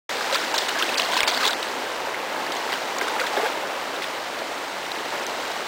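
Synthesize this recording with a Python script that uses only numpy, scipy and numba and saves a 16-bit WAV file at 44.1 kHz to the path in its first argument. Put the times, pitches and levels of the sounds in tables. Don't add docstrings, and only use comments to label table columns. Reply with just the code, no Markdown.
import sys
import numpy as np
from scipy import signal
from scipy.fft import rfft, irfft, next_fast_len
from scipy.io import wavfile
from scipy.ndimage import uniform_filter1d
from numba import njit

SR = 44100
rng = np.random.default_rng(int(sys.argv[2]) if len(sys.argv) > 2 else 0)


def store_wav(level_fs):
    pcm = np.round(np.clip(np.atleast_2d(level_fs), -1, 1) * 32767)
    wavfile.write(sys.argv[1], SR, pcm.T.astype(np.int16))


def gain_from_db(level_db):
    decades = np.asarray(level_db, float) / 20
    return 10 ** decades


N = 250399

# start in seconds, droplet level in dB, centre pitch in Hz,
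# high spray in dB against the droplets, length in ms.
SHEETS = [(0.325, -19, 3700, -13, 16), (0.343, -16, 3040, -25, 24), (0.541, -20, 3550, -4.5, 32),
          (0.578, -14.5, 4240, -24, 11.3), (0.682, -20, 3120, -10, 14), (0.786, -17.5, 2500, -10, 15.5),
          (.975, -17, 4400, -17, 13), (1.116, -19.5, 3500, -19, 36), (1.166, -16.5, 3170, -16, 15),
          (1.231, -20, 2400, -20, 9.2), (1.274, -12.5, 2620, -12, 15.5), (1.33, -24, 3580, -16, 30),
          (1.37, -28, 3300, -14, 13), (1.405, -24, 1540, -23, 43), (1.426, -30, 3600, -15, 28),
          (1.452, -19.5, 3770, -11, 44), (1.505, -26, 3800, -7, 10), (1.625, -24, 2980, -12, 13),
          (2.519, -20, 2960, -14, 7.9), (2.72, -25, 2700, -19, 22), (3.012, -21, 1310, -12, 24),
          (3.078, -31, 2940, 1.5, 9.9), (3.194, -17, 2070, -13, 23), (3.263, -21, 3220, -20, 25),
          (3.451, -33, 1970, -18, 15), (4.021, -19.5, 3250, -16, 26)]
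# start in seconds, peak in dB, pitch in Hz, ringing in cycles.
POCKETS = [(0.21, 0, 1610, 14), (0.325, -2.5, 550, 20), (0.351, 1, 1040, 13), (0.54, 3.5, 885, 12),
           (0.564, 4, 980, 4.6), (0.714, -15, 1500, 13), (0.748, -6, 1650, 7.6), (0.762, 0.5, 680, 8.5),
           (0.783, -2, 1660, 15), (0.811, -14, 1260, 12), (0.995, 6, 1080, 6.3), (1.114, -6, 1030, 10),
           (1.134, 9, 1550, 5), (1.1664, 5, 1010, 13.6), (1.031, -5, 714, 9), (1.276, 13.5, 960, 3.2),
           (1.372, -6, 1020, 13), (1.463, -3, 417, 8.2), (1.495, -8, 1520, 11), (2.727, 0.5, 1590, 12),
           (3.012, -3.5, 1600, 27), (3.07, -8, 1080, 18), (3.153, -4, 925, 18), (3.215, 3, 1440, 14),
           (3.2408, 0.5, 1630, 11), (3.337, 1, 790, 7), (3.372, -10, 595, 9), (3.43, -5, 447, 22),
           (4.419, 1, 640, 5), (5.196, -3, 630, 8.3)]
# start in seconds,
# peak in dB, pitch in Hz.
SINGLE_DROPS = [(0.3267, -14, 3920), (0.3452, -7, 3500), (0.5472, -15, 3540), (0.5827, -11, 4000),
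                (0.5867, -14, 4100), (0.8248, -5, 3250), (0.8324, -19, 3120), (0.8912, -12.5, 2530),
                (0.9433, -15, 3615), (0.9813, -12, 4560), (0.9975, -5, 2780), (1.0193, -13, 4500),
                (1.1218, -16, 3280), (1.1349, -16, 3615), (1.1568, -17, 3300), (1.1733, -13, 4040),
                (1.1776, -13, 2720), (1.2053, -4, 2060), (1.2057, -2, 3300), (1.4417, -26, 1940),
                (1.2322, -4, 2340), (1.2787, -10, 4600), (1.3474, -10, 3760), (1.3759, -14, 4688),
                (1.4552, -7, 4230), (1.4647, -4.5, 3830), (1.4751, -7, 3700), (1.4786, -7, 3615),
                (1.532, -12, 3530), (1.6293, -15, 3920),
                (2.1448, -17, 2070), (2.4648, -20, 1720), (2.465, -26, 4600), (2.5206, -20.5, 4850),
              (2.5664, -25, 6300), (2.7218, -20, 3840), (2.7283, -17, 1940), (2.7381, -17.5, 3140),
              (2.9849, -15, 6750), (3.013, -14, 2090), (3.0285, -30, 6900), (3.1963, -18, 2090),
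              (3.2008, -15.5, 4630), (3.2665, -17.5, 3450), (3.3726, -17, 1650), (3.0188, -26, 424),
              (3.3745, -19.5, 406), (4.0204, -21, 2020), (4.0405, -20, 2400), (4.0422, -19, 3440),
              (4.9178, -15, 3890), (2.7225, -22, 4600), (3.0819, -23, 3600), (5.2662, -15.5, 6060)]
# start in seconds,
# level in dB, pitch in Hz.
SPRAY_DROPLETS = [(0.3258, -36, 5700), (0.3304, -24, 2800), (0.3327, -27, 4260), (0.3353, -32, 5700),
                  (0.355, -23, 3360), (0.3552, -32, 4820), (0.3586, -26, 4670), (0.3608, -24, 2740),
                  (0.4136, -27, 5510), (0.5423, -25, 2650), (0.5429, -33, 6640), (0.5433, -33, 5000),
                  (0.5574, -28, 6580), (0.5605, -27, 3380), (0.5606, -24, 4040), (0.5807, -20, 5510),
                  (0.5872, -32, 5580), (0.5875, -23, 3550), (0.6184, -23, 3480), (0.6858, -21, 3630),
                  (0.6866, -28, 6830), (0.6889, -26, 4570), (0.6896, -28, 6950), (0.6921, -19, 2900),
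                  (0.7058, -37, 4200), (0.7888, -31, 7000), (0.7938, -26, 5570), (0.7978, -30, 6700),
                  (0.8003, -23, 2820), (0.825, -17, 2640), (0.8262, -21, 3530), (0.937, -22, 2840),
                  (0.9554, -21, 2570), (0.9738, -18, 4760), (0.9834, -27, 6640), (0.9837, -19, 4300),
                  (0.9854, -25, 6330), (0.9888, -27, 5450), (0.9985, -18.5, 4000), (1.0095, -28, 3400),
                  (1.0194, -20, 3130), (1.0307, -24, 2760), (1.0398, -25, 2880), (1.049, -22, 4200),
                  (1.1378, -23, 4070), (1.1425, -21, 4510), (1.147, -28, 3760), (1.1565, -34, 6700),
                  (1.166, -21, 3030), (1.1778, -29, 5070), (1.1867, -27, 4320), (1.1884, -22, 2630),
                  (1.195, -31, 3230), (1.2053, -26, 5320), (1.2149, -22, 2860), (1.2308, -24, 6740),
                  (1.2313, -26, 5950), (1.2375, -19, 2300), (1.278, -21, 2690), (1.2789, -25, 3630),
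                  (1.2807, -23, 6850), (1.282, -21, 4540), (1.282, -22, 4030), (1.2842, -28, 6010),
                  (1.2875, -26, 4640), (1.2905, -21, 4200), (1.2956, -26, 6080), (1.2975, -25, 2380),
                  (1.2985, -30, 4760), (1.3174, -22, 3630), (1.3388, -25, 3800), (1.3402, -27, 3260),
                  (1.358, -26, 4700), (1.3646, -25, 3340), (1.3673, -23, 4510), (1.4056, -32, 2000),
                  (1.4082, -27, 4320), (1.4297, -23, 4700), (1.432, -31, 3450), (1.4346, -24, 4200),
                  (1.4412, -25, 4380), (1.442, -23, 2700), (1.4415, -23, 3400), (1.4415, -17, 2010),
                  (1.4455, -24, 3510), (1.4525, -17, 3380), (1.4548, -36, 6950), (1.4748, -26, 6890),
                  (1.4776, -23, 4760), (1.4792, -26, 6450), (1.4792, -28, 5770), (1.485, -18, 3760),
                  (1.5087, -22, 3880), (1.5105, -26, 4700), (1.5144, -25, 3970), (1.6265, -22, 3070),
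                  (2.5699, -29, 3380), (2.5703, -32, 6510), (2.7284, -30, 2840), (2.7286, -27, 3760),
                      (2.7288, -31, 4640), (2.7382, -29, 4450), (2.985, -31, 4350), (2.9868, -29, 5700),
                      (3.2005, -36, 4070), (3.2071, -27, 4070), (3.208, -23, 2380), (3.2122, -29, 4700),
                      (3.2206, -34, 4570), (3.2693, -25, 1960), (3.3661, -28, 3450), (3.3696, -27, 3380),
                      (3.3837, -26, 2180), (3.4555, -25, 2130), (3.4789, -29, 3400), (3.963, -28, 3750),
                      (4.8646, -32, 5700), (4.99, -30, 3050), (4.043, -25, 1890),
                  (0.223, -27, 5100), (0.3258, -36, 5700), (0.5433, -30, 5000), (0.5528, -33, 6330),
              (0.5872, -29, 5580), (0.6886, -32, 4600), (0.6926, -34, 7580), (0.7058, -38, 4200),
              (0.7885, -32, 6900), (0.994, -28, 5200), (1.0095, -27, 3400), (1.0376, -25, 4320),
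              (1.0604, -25, 3450), (1.1155, -30, 5170), (1.1218, -25, 4130), (1.1244, -29, 2430),
              (1.167, -34, 6640), (1.1735, -27, 1820), (1.1755, -30, 6640), (1.1833, -35, 5260),
              (1.1888, -34, 5200), (1.2053, -29, 5390), (1.2056, -27, 7700), (1.2515, -28, 3800),
              (1.2694, -23, 4760), (1.2808, -24, 7600), (1.282, -27, 4510), (1.2882, -31, 6260),
              (1.2985, -31, 4760), (1.298, -23, 3900), (1.3026, -35, 6260), (1.3395, -30, 5070),
              (1.3623, -27, 4320), (1.3756, -21, 3450), (1.3788, -25, 4600), (1.4053, -28, 2010),
              (1.4112, -29, 4260), (1.418, -29, 3260), (1.4688, -32, 7270), (1.4747, -32, 5830),
              (1.4805, -26, 7200), (1.4876, -26, 4890), (1.5071, -28, 5760), (3.2143, -34, 7200)]
# start in seconds, level in
# dB, pitch in Hz.
SMALL_BUBBLES = [(0.2075, -18.5, 1220), (0.3339, -18, 1540), (0.3413, -32, 594), (0.3536, -15, 1360),
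                 (0.3639, -26.5, 468), (0.3713, -20, 1550), (0.4012, -23, 1470), (0.4375, -18, 1620),
                 (0.5435, -18, 1610), (0.6894, -20, 1600), (0.7142, -18, 1470), (0.7556, -20, 1680),
                 (0.7742, -19, 1590), (0.807, -20, 1040), (0.829, -15, 1570), (0.9951, -21, 656),
                 (1.0987, -21, 990), (1.115, -22, 1000), (1.1179, -24, 737), (1.1265, -24, 720),
                 (1.1313, -20, 1070), (1.1545, -17, 1580), (1.2046, -24, 1800), (1.2063, -23, 1160),
                 (1.2756, -21, 629), (1.2766, -27, 1420), (1.299, -24, 1440), (1.3148, -21, 720),
                 (1.3715, -18, 1490), (1.3742, -21, 1740), (1.3998, -21, 1210), (1.4077, -17, 1510),
                 (1.426, -15, 1240), (1.4315, -16, 1620), (1.438, -19.5, 1025), (1.4465, -23, 1210),
                 (1.454, -17, 1050), (1.465, -21, 850), (1.4937, -22, 1470),
                 (2.98, -24, 1090), (2.9997, -23, 715), (3.0155, -20, 995), (3.027, -30, 1030),
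                     (3.041, -21, 1410), (3.0774, -21, 1290), (3.083, -19, 1550), (3.1019, -37, 710),
                     (3.1236, -25, 840), (3.14, -22, 860), (3.164, -20, 1350), (3.1808, -24, 770),
                     (3.1935, -21, 1480), (3.2003, -22, 517), (3.2334, -23, 1240), (3.237, -20, 1000),
                     (3.2548, -21, 1600), (3.3034, -26, 880), (3.3458, -28, 870), (3.3507, -33, 595),
                     (3.384, -28, 1205), (3.3865, -24, 730), (3.403, -21, 1700), (3.42, -22, 716),
                     (3.438, -21, 835), (3.4586, -17, 1590), (3.4636, -21, 518), (3.4672, -20, 1570),
                     (3.4853, -27, 1380), (3.494, -33, 1020),
                 (0.2951, -21, 1010), (0.3119, -24, 1260), (0.3574, -20, 1720), (0.5173, -28, 1950),
                (0.5761, -26, 770), (0.7867, -22, 1090), (0.8068, -28, 2170), (0.8121, -15, 1320),
                (0.8788, -25, 1800), (0.934, -26, 1100), (1.0284, -28.5, 534), (1.0555, -24, 1410),
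                (1.069, -24, 860), (1.0856, -23, 695), (1.1135, -28, 2120), (1.1398, -22, 773),
                (1.1484, -26, 2020), (1.1904, -17, 1620), (1.2762, -20, 1440), (1.3175, -28, 915),
                (1.3574, -21, 1520), (1.3729, -28, 1980), (1.4074, -22, 1570), (1.4644, -19, 826),
                (1.4761, -27, 1690), (1.4933, -12.5, 1490), (1.5944, -26, 510), (1.8613, -22, 1530),
                (1.8631, -28, 770), (1.9373, -23, 900), (1.9862, -23, 980), (2.1921, -27, 540),
                (2.3615, -21, 1640), (2.5458, -26, 890), (2.6937, -24, 785), (2.7186, -23, 2040),
                (2.7543, -22, 1580), (3.1619, -26, 875), (3.1962, -19, 1990), (3.6342, -22.5, 592),
                (3.7547, -27, 549), (5.1204, -28, 1800), (5.1225, -21.5, 910)]
# start in seconds, end in seconds, level in dB.
PAW_DRAG = (3.368, 3.46, -28.5)
# centre in seconds, peak in dB, half width in ms.
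SLAP = (1.234, -35, 2.0)
# time in seconds, gurgle level in dB, stirring in dB above it.
FLOW_LEVELS = [(0.1, -29, 4), (0.75, -28.5, 3), (1.1, -29, 4.5), (1.3, -27.5, 1.5), (1.45, -28, 4.5),
               (1.57, -28.5, 0.5), (1.8, -29.5, 0.5), (2.2, -29.5, -1.5), (2.702, -29, 0.5),
               (2.9, -29.5, 1), (3.2, -27.5, -1), (3.3, -28.5, 0), (3.43, -26.5, 0.5), (3.55, -29, -1),
               (4.2, -31, 0.5), (4.75, -31.5, 1.5), (5.2, -29, 0.5), (5.55, -30.5, 1.5)]
# frequency in Hz, level in dB per Hz.
GURGLE_TONE = [(18, -59.5), (30, -43), (59, -36), (109, -35), (231, -12), (583, -5), (749, -6), (891, -4.5),
               (1210, -9.5), (3000, -16), (3900, -24.5), (6600, -120)]
# frequency in Hz, level in dB per Hz.
FIZZ_TONE = [(710, -78), (1200, -6), (2120, -5), (2360, -12), (2640, -9.5), (3840, -6.5), (8450, -18.5),
             (10000, -27.5), (13000, -66), (22000, -120)]
# frequency in Hz, level in dB per Hz.
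RUMBLE_TONE = [(15, -56), (25, -11.5), (114, -4.5), (167, 2), (200, 4.5), (260, -42), (440, -120)]

CAMERA_RATE = 32000


def unit(x):
    return x / np.sqrt(np.mean(x ** 2))


def curve(s, values):
    return np.interp(np.arange(N) / SR, s, values)


def colour(x, tone):
    size = next_fast_len(N)
    hz = np.arange(size // 2 + 1) * SR / size
    tone_hz, tone_db = np.transpose(tone)
    gain_db = np.interp(np.log(hz + 1), np.log(tone_hz), tone_db)
    return unit(irfft(rfft(x, size) * gain_from_db(gain_db), size)[:N])


@njit
def ring(count, start, turn, cycles, size, glide, swell):
    out = np.zeros(count)
    for k in range(len(start)):
        steps = int(2 * cycles[k] * 2 * np.pi / turn[k]) + 2
        fade = np.exp(-6. / steps)
        phase, step, gain = 0., turn[k], size[k]
        for i in range(int(start[k]), min(int(start[k]) + steps, count)):
            out[i] += gain * np.sin(phase) * min(phase / swell, 1.)
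            phase += step
            step *= 1 + glide / steps
            gain *= fade
    return out


def bubbles(s, hz, cycles, size, glide=0.3, swell=5.):
    turn = 2 * np.pi * np.clip(hz, 20, .3 * SR) / SR
    start = np.clip(s * SR, 0, N - 1)
    return ring(N, start, turn, cycles + 0 * turn, size + 0 * turn, glide, 1. * swell)


def swarm(lo_hz, hi_hz, cycles, scatter_db, count):
    when, pitch, loud = rng.random((count, 3)).T
    hz = lo_hz + (hi_hz - lo_hz) * pitch
    large = np.minimum(-np.log(1 - loud), 4)
    return unit(bubbles(when * N / SR, hz, cycles, np.sqrt(hz) * gain_from_db(scatter_db * large)))


def splashes(count=40):
    s, drop_db, hz, spray_db, length_ms = np.transpose(SHEETS)[:, :, None]
    late, pitch, loud, fine = rng.random((4, len(SHEETS), count))
    when = (s + late * np.clip(length_ms, 1, 45) / 1000).ravel()
    size = gain_from_db(np.minimum(drop_db, -13) - 5 * late ** 2 - 8 * loud)
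    drop_hz = hz * 2 ** (1.5 * pitch - .75)
    spray_hz = 4800 + 4200 * fine
    drops = bubbles(when, drop_hz.ravel(), 6, size.ravel())
    spray = bubbles(when, spray_hz.ravel(), 19.0, (size * gain_from_db(spray_db)).ravel())
    return gain_from_db(-1.5) * (drops + spray)


def plops():
    s, peak_db, hz, cycles = np.transpose(POCKETS)
    return bubbles(s - .0004, 0.995 * hz, np.clip(cycles, 2, 25), gain_from_db(peak_db - 13.5), glide=0.029, swell=13.4)


def single_drops():
    s, peak_db, hz = np.array(SINGLE_DROPS).T
    cycles = 10.7 - 0.68 * (peak_db + 11.0)
    level_db = np.minimum(peak_db, -1)
    ticks = bubbles(s - .0003, 1.12 * hz, 1.0, gain_from_db(1.8 * level_db + 8.5))
    return ticks + bubbles(s, 0.994 * hz, 1.1 * cycles, gain_from_db(level_db + 1.5), glide=0.12)


def crackle():
    s, db, hz = np.array(SPRAY_DROPLETS).T
    cycles = 8.8 + 3.05 * hz / 1000
    spray = bubbles(s, 0.98 * hz, cycles, gain_from_db(db + 6), glide=0.09, swell=11.4)
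    s, db, hz = np.array(SMALL_BUBBLES).T
    churn = bubbles(s - .0004, 0.97 * hz, 19.7, gain_from_db(db + 1.5), glide=0.16, swell=18.0)
    return spray + churn


def slosh():
    churn = swarm(430, 950, 14, 2, count=1800)
    start, end, peak_db = PAW_DRAG
    t = np.arange(N) / SR
    fade_db = 1500 * np.maximum(start - t, 0) + 492 * np.maximum(t - end, 0)
    return churn * gain_from_db(peak_db - fade_db)


def slap():
    s, peak_db, width_ms = SLAP
    return gain_from_db(peak_db) * np.exp(-((np.arange(N) / SR - s) * 1000 / width_ms) ** 2)


def wake():
    s, drop_db = np.transpose(SHEETS)[:2, :, None]
    t = np.arange(0, N / SR, .002)
    since = t - s
    left = np.sum(gain_from_db(drop_db + 13) * np.exp(-np.abs(since) / 0.044) * (since > 0), axis=0)
    return curve(t, np.minimum(left, 1.5))


def flow_surge(rate=18):
    k = int(SR / rate)
    steps = np.repeat(rng.standard_normal(N // k + 1), k)
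    return .3 * unit(uniform_filter1d(uniform_filter1d(steps, k), k)[:N])


def stream():
    s, flow_db, stirring_db = np.transpose(FLOW_LEVELS)
    gurgle = swarm(150, 3200, 6, 1.0, count=18000) + 1.4 * rng.standard_normal(N)
    fizz = swarm(1200, 11000, 8, 1.7, count=24000) + 1.2 * rng.standard_normal(N)
    surge_db, stirred = flow_surge(), wake()
    gurgle_db = curve(s, flow_db) - stirred + 0.4
    fizz_db = curve(s, flow_db + stirring_db) - 6 + 5.5 * stirred
    low = colour(gurgle, GURGLE_TONE) * gain_from_db(gurgle_db + surge_db)
    high = colour(fizz, FIZZ_TONE) * gain_from_db(fizz_db + surge_db)
    spatter_db = fizz_db - 12.5 + 2.2 * (fizz_db + 31.5)
    return low + high + swarm(1200, 4800, 11, 2.0, count=2200) * gain_from_db(spatter_db)


def rumble():
    return colour(rng.standard_normal(N), RUMBLE_TONE) * gain_from_db(-56)


def scene():
    water = splashes() + plops() + single_drops() + crackle() + slosh() + stream()
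    no_bass = signal.butter(4, 220, "high", fs=SR, output="sos")
    return (signal.sosfilt(no_bass, water) + slap() + rumble())[None]


def treble_dropouts(x, count=9):
    hz, _, spec = signal.stft(x, CAMERA_RATE, nperseg=256)
    power = uniform_filter1d(np.abs(spec) ** 2, size=9, axis=0)
    power = uniform_filter1d(power, size=2, axis=1)
    band = np.minimum(np.arange(len(hz)) // 4 * 4 + 2, len(hz) - 1)
    power = power[band]
    frame = (np.arange(spec.shape[1]) + 3) // count
    frame_starts = np.unique(frame, return_index=True)[1]
    peak = np.maximum.reduceat(power, frame_starts, axis=1)[:, frame]
    margin_db = np.interp(hz, [2500, 3400, 5000, 9000], [-16, -12, -8, -7.5])[:, None]
    weak = (power < peak * gain_from_db(2 * margin_db)) & (hz[:, None] > 2500)
    return signal.istft(spec * np.where(weak, gain_from_db(-17), 1), CAMERA_RATE, nperseg=256)[1]


def band_limit(x):
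    return signal.sosfilt(signal.butter(12, 15770, fs=SR, output="sos"), x)


def record(dry):
    heard = treble_dropouts(signal.resample_poly(dry[0], 320, 441))
    held = heard[np.minimum(np.arange(N) * CAMERA_RATE // SR, len(heard) - 1)]
    start_s, fade_s = .0935, .006
    gate = np.clip((np.arange(N) / SR - start_s) / fade_s + 1, 0, 1) ** 7
    top_cut = signal.ellip(10, .3, 60, 15850, fs=SR, output="sos")
    mix = signal.sosfilt(top_cut, held * gate)[None]
    return band_limit(mix)


dry = scene()
out = record(dry)
store_wav(out)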